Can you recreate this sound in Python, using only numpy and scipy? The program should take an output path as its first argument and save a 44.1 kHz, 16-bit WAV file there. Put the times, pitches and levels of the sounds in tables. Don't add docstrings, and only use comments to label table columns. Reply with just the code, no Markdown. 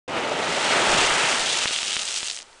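import sys
import numpy as np
from scipy import signal
from scipy.fft import rfft, irfft, next_fast_len
from scipy.io import wavfile
from scipy.ndimage import uniform_filter1d

SR = 44100
rng = np.random.default_rng(int(sys.argv[2]) if len(sys.argv) > 2 else 0)


def int16_out(signal):
    q = np.round(np.clip(np.atleast_2d(signal).T, -1, 1) * 32767)
    wavfile.write(sys.argv[1], SR, q.astype(np.int16))


N = 114660
T = np.arange(N) / SR


def from_db(db):
    return 10 ** (np.asarray(db) / 20)


def rms_one(x):
    return x / np.sqrt(np.mean(x ** 2) + 1e-20)


def in_time(rows):
    seconds, *columns = np.transpose(rows)
    return [np.interp(T, seconds, column) for column in columns]


def drift(rate_hz):
    step = 40
    r = np.exp(-2 * np.pi * rate_hz * step / SR)
    raw = rng.standard_normal(N // step + 2002)
    slow = signal.lfilter([1], [1, -2 * r, r * r], raw)[2000:]
    return np.interp(np.arange(N) / step, np.arange(len(slow)), rms_one(slow))


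def shaped(x, spectrum):
    size = 2 * next_fast_len(N)
    half = size // 2
    hz, db = np.transpose(spectrum)
    bin_hz = np.arange(half + 1) * SR / size
    gain = rms_one(from_db(np.interp(np.log(bin_hz + 1), np.log(hz), db)))
    cepstrum = irfft(np.log(gain))
    cepstrum[1:half] *= 2
    cepstrum[half + 1:] = 0
    response = np.exp(rfft(cepstrum))
    return irfft(rfft(x, size) * response)[:N]


def noise(spectrum):
    return shaped(rng.standard_normal(N), spectrum)


def patter(per_s, spread_db):
    size_db = spread_db * np.clip(rng.standard_normal(N), -3, 2)
    sizes = rms_one(from_db(size_db)) * rng.choice([-1, 1], N)
    chance = np.clip(per_s / SR, 1e-4, 1)
    return sizes * (rng.random(N) < chance) / np.sqrt(chance)


# time in seconds, level of the low roar in dB, level of the mid rush in dB.
JET_LEVELS = [(.08, -31.5, -45), (.17, -27.5, -30.5), (.26, -28, -33.5), (.41, -26.5, -32),
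              (.52, -28, -28.5), (.67, -28.5, -24), (.74, -25.5, -22), (.84, -25, -23), (1.0, -24, -22),
              (1.16, -28, -22.5), (1.31, -31, -23.5), (1.46, -34, -30.5), (1.64, -37.5, -31.5),
              (1.76, -44.5, -37.5), (2.0, -45, -40.5), (2.22, -52.5, -44.5), (2.42, -57, -63),
              (2.6, -72, -83)]
# centre in seconds, lift of the roar in dB, lift of the rush in dB.
SLUGS = [(0.096, 2.4, 5), (.172, 2.7, 2.9), (.247, 2, 1), (.32, 1.1, 1.2), (.402, 2.7, 0.45),
         (.728, 0.96, 2.9), (1.035, 0.45, 1.5)]
SLUG_S = 0.012
# frequency in Hz, relative density in dB.
ROAR_SPECTRUM = [(30, -30), (80, -15.5), (150, -7.5), (250, -3), (400, -1.5), (650, 2.5), (900, -4),
                 (1400, -9), (3000, -12.5), (10000, -69.5)]
# frequency in Hz, relative density in dB.
RUSH_SPECTRUM = [(200, -22), (500, -7), (900, -2), (1300, -1), (2000, 0.5), (2800, 0), (4500, -7.5),
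                 (10000, -29)]
GURGLE_SHARE = 0.085


def jet(surge_db):
    roar_db, rush_db = in_time(JET_LEVELS)
    surge = surge_db * drift(22)
    for s, roar_lift_db, rush_lift_db in SLUGS:
        slug = np.exp(-.5 * ((T - s) / SLUG_S) ** 2)
        roar_db = roar_db + roar_lift_db * slug
        rush_db = rush_db + rush_lift_db * slug
    steady_roar = churn(ROAR_SPECTRUM, flutter_db=1.96, flutter_hz=40)
    roar = np.sqrt(1 - GURGLE_SHARE) * steady_roar + np.sqrt(GURGLE_SHARE) * gurgles()
    rush = churn(RUSH_SPECTRUM, flutter_db=1.56, flutter_hz=89.5)
    return from_db(roar_db + surge) * roar + from_db(rush_db + surge) * rush


def churn(spectrum, flutter_db, flutter_hz, count=6):
    source = rfft(noise(spectrum))
    bin_hz = np.arange(len(source)) * SR / N
    place = np.interp(np.log(bin_hz + 1), np.log([200, 6400]), [0, count - 1])
    out = 0
    for k in range(count):
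        band = irfft(source * np.maximum(1 - abs(place - k), 0), N)
        out = out + band * rms_one(from_db(flutter_db * drift(flutter_hz)))
    return out


GURGLES_PER_S = 120
GURGLE_LOW_HZ, GURGLE_HIGH_HZ = 319.8, 1311
GURGLE_CYCLES, GURGLE_RISE = 4.86, 0.056


def gurgles():
    out = np.zeros(N)
    for start, place in rng.random((int(GURGLES_PER_S * N / SR), 2)):
        hz = GURGLE_LOW_HZ * (GURGLE_HIGH_HZ / GURGLE_LOW_HZ) ** place
        first = int(start * N)
        cycles = hz * T[:min(N - first, SR // 10)]
        age = cycles / GURGLE_CYCLES
        envelope = (1 - np.exp(-cycles)) * np.exp(-age)
        ring = np.sin(2 * np.pi * cycles * (1 + GURGLE_RISE * age / 2))
        out[first:first + len(age)] += envelope * ring
    return rms_one(out)


# time in seconds, level of splashes in dB, level of fine spray in dB.
FALL_LEVELS = [(.08, -40.5, -54), (.17, -46, -43), (.28, -41, -44.5), (.5, -32.5, -35.5), (.73, -31, -29.5),
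               (.81, -34, -30.5), (1.0, -23.5, -28), (1.15, -33.5, -27.5), (1.39, -27.5, -28.5),
               (1.52, -24, -30), (1.69, -25, -29.5), (1.77, -29, -32), (1.92, -27, -30.5),
               (2.04, -31.5, -31), (2.18, -31.5, -29.5), (2.31, -36, -34.5), (2.39, -43, -36.5),
               (2.44, -60, -63), (2.6, -68, -68)]
# time in seconds, drops per second.
DROP_RATE = [(0, 12400), (1.4, 12000), (2.15, 4000), (2.42, 1400)]
# frequency in Hz, relative density in dB.
SPLASH_SPECTRUM = [(300, -27.5), (1000, -21), (2100, -12), (2800, -1.5), (3500, -2), (4600, -7),
                   (7000, -10), (10000, -20)]
# frequency in Hz, relative density in dB.
SPRAY_SPECTRUM = [(500, -26), (2000, -11), (3000, -11.5), (4200, -5.5), (5000, -3), (6200, -1.5),
                  (8200, -2), (10000, -10)]
DROP_SPREAD_DB, MIST_SHARE = 5, 0.26


def falling_water(clump_db, clump_hz):
    splash_db, spray_db = in_time(FALL_LEVELS)
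    per_s, = in_time(DROP_RATE)
    clumps = from_db(clump_db * drift(clump_hz)) * splats(per_s / per_s.mean())
    layers = ((splash_db, SPLASH_SPECTRUM, .6 * per_s),
              (spray_db, SPRAY_SPECTRUM, per_s))
    out = 0
    for level_db, spectrum, rate in layers:
        drops = np.sqrt(1 - MIST_SHARE) * patter(rate, DROP_SPREAD_DB)
        mist = np.sqrt(MIST_SHARE) * rng.standard_normal(N)
        out = out + shaped((drops + mist) * from_db(level_db) * clumps, spectrum)
    return out


SPLATS_PER_S, SPLAT_S = 650, 0.00062
SPLAT_SHARE = 0.47


def splats(thickness):
    blobs = patter(SPLATS_PER_S * thickness, spread_db=1.0) ** 2
    r = np.exp(-1 / (SPLAT_S * SR))
    showers = signal.lfilter([1 - r], [1, -r], blobs)
    showers = uniform_filter1d(showers, size=60)
    return np.sqrt(1 - SPLAT_SHARE + SPLAT_SHARE * np.maximum(showers, 0))


# time in seconds, peak in dB ahead of the limiter, pitch of the tick in Hz.
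NEAR_DROPS = [(1.4607, -11, 4500), (1.6767, -4, 3300), (1.682, -2, 3500), (1.7626, -8, 3100),
              (1.788, -8, 3000), (1.9177, -15, 3500), (1.9483, -15, 4800), (1.9951, -8.5, 3600),
              (2.024, -17, 4300), (2.0783, -11, 3800), (2.1534, -18, 4900), (2.0987, -16, 5200),
              (2.1621, -7.5, 4200), (2.1782, -13, 4900), (2.257, -15, 4700), (2.284, -9.5, 4230),
              (2.299, -12, 4600), (2.3009, -8, 4000), (2.3127, -9, 4630), (2.346, -18, 5600),
              (2.3650, -14, 5300), (2.3743, -18, 3100), (2.4026, -23.5, 2720), (2.411, -21, 5100),
              (2.4216, -21, 4900), (2.4282, -24, 6100), (2.53, -33.5, 3600)]
# time in seconds, peak of the tick in dB ahead of the limiter,
# pitch of the tick in Hz, thud relative to the tick in dB.
CASE_DROPS = [(1.6575, -8, 2340, 1), (1.71, -12.5, 2940, -5), (1.831, -7.5, 3800, -14.5),
              (1.9673, -4.5, 2870, -11), (2.2306, -11.5, 3800, -9.5)]
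THUD_S = 0.00013


def near_drops():
    out = sum(from_db(db) * tick(T - s, hz) for s, db, hz in NEAR_DROPS)
    for s, db, hz, thud_db in CASE_DROPS:
        thud = np.exp(-((T - s) / THUD_S) ** 2)
        out = out + from_db(db) * (tick(T - s, hz) + from_db(thud_db) * thud)
    return -out


TICK_CYCLES = 0.61


def tick(t, hz):
    return np.exp(-(t * hz / TICK_CYCLES) ** 2) * np.cos(2 * np.pi * hz * t)


# frequency in Hz, relative density in dB.
POOL_SPECTRUM = [(30, -20), (120, -12), (420, 1.5), (700, 4), (4000, -2.5), (5000, -3.5), (8000, -4.5),
                 (10000, -9.5)]
POOL_DB = -51.5


def simmering_pool():
    return from_db(POOL_DB) * noise(POOL_SPECTRUM)


# time in seconds, level in dB.
WIND_LEVELS = [(.69, -73), (.735, -56), (.82, -73), (.88, -40), (.98, -38), (1.06, -40.5), (1.08, -49),
               (1.11, -35), (1.16, -68), (1.2, -50), (1.26, -76), (1.4, -51), (1.55, -64)]
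# frequency in Hz, relative density in dB.
WIND_SPECTRUM = [(15, 2), (30, 3), (60, -5), (130, -13), (300, -28), (1000, -62)]


def wind(lumpy_db):
    level_db, = in_time(WIND_LEVELS)
    return from_db(level_db + lumpy_db * drift(11)) * noise(WIND_SPECTRUM)


# frequency in Hz, gain in dB, width in Hz.
COLOUR = [(664, 0, 36), (900, 4.5, 126), (1054, -3, 150), (1313, 4, 210), (1960, 1, 240)]


def coloured(x):
    out = x
    for hz, db, width_hz in COLOUR:
        b, a = signal.iirpeak(hz, hz / width_hz, fs=SR)
        out = out + (from_db(db) - 1) * signal.lfilter(b, a, out)
    return out


START_S, ATTACK_S = .078, 0.0031


def scene():
    geyser = jet(surge_db=0.1) + falling_water(clump_db=1.4, clump_hz=109) + simmering_pool()
    onset = np.clip((T - START_S) / ATTACK_S, 0, 1)
    mono = (coloured(geyser) + near_drops() + wind(lumpy_db=-3.0)) * onset
    return np.array([mono, mono])


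LIMIT_DB, RELEASE_DB_PER_S, LIMITER_ATTACK_S = -7, 104, 0.00029
CUTOFF_HZ = 10080


def record(dry):
    over_db = np.maximum(20 * np.log10(abs(dry[0]) + 1e-9) - LIMIT_DB, 0)
    release_db = RELEASE_DB_PER_S * T
    held_db = np.maximum.accumulate(over_db + release_db) - release_db
    r = np.exp(-1 / (LIMITER_ATTACK_S * SR))
    duck_db = signal.lfilter([1 - r], [1, -r], held_db)
    limited = 0.61 * np.tanh(dry * from_db(-duck_db) / 0.63)
    lowpass = signal.ellip(12, .2, 80, CUTOFF_HZ, fs=SR, output="sos")
    return signal.sosfilt(lowpass, limited)


dry = scene()
out = record(dry)
int16_out(out)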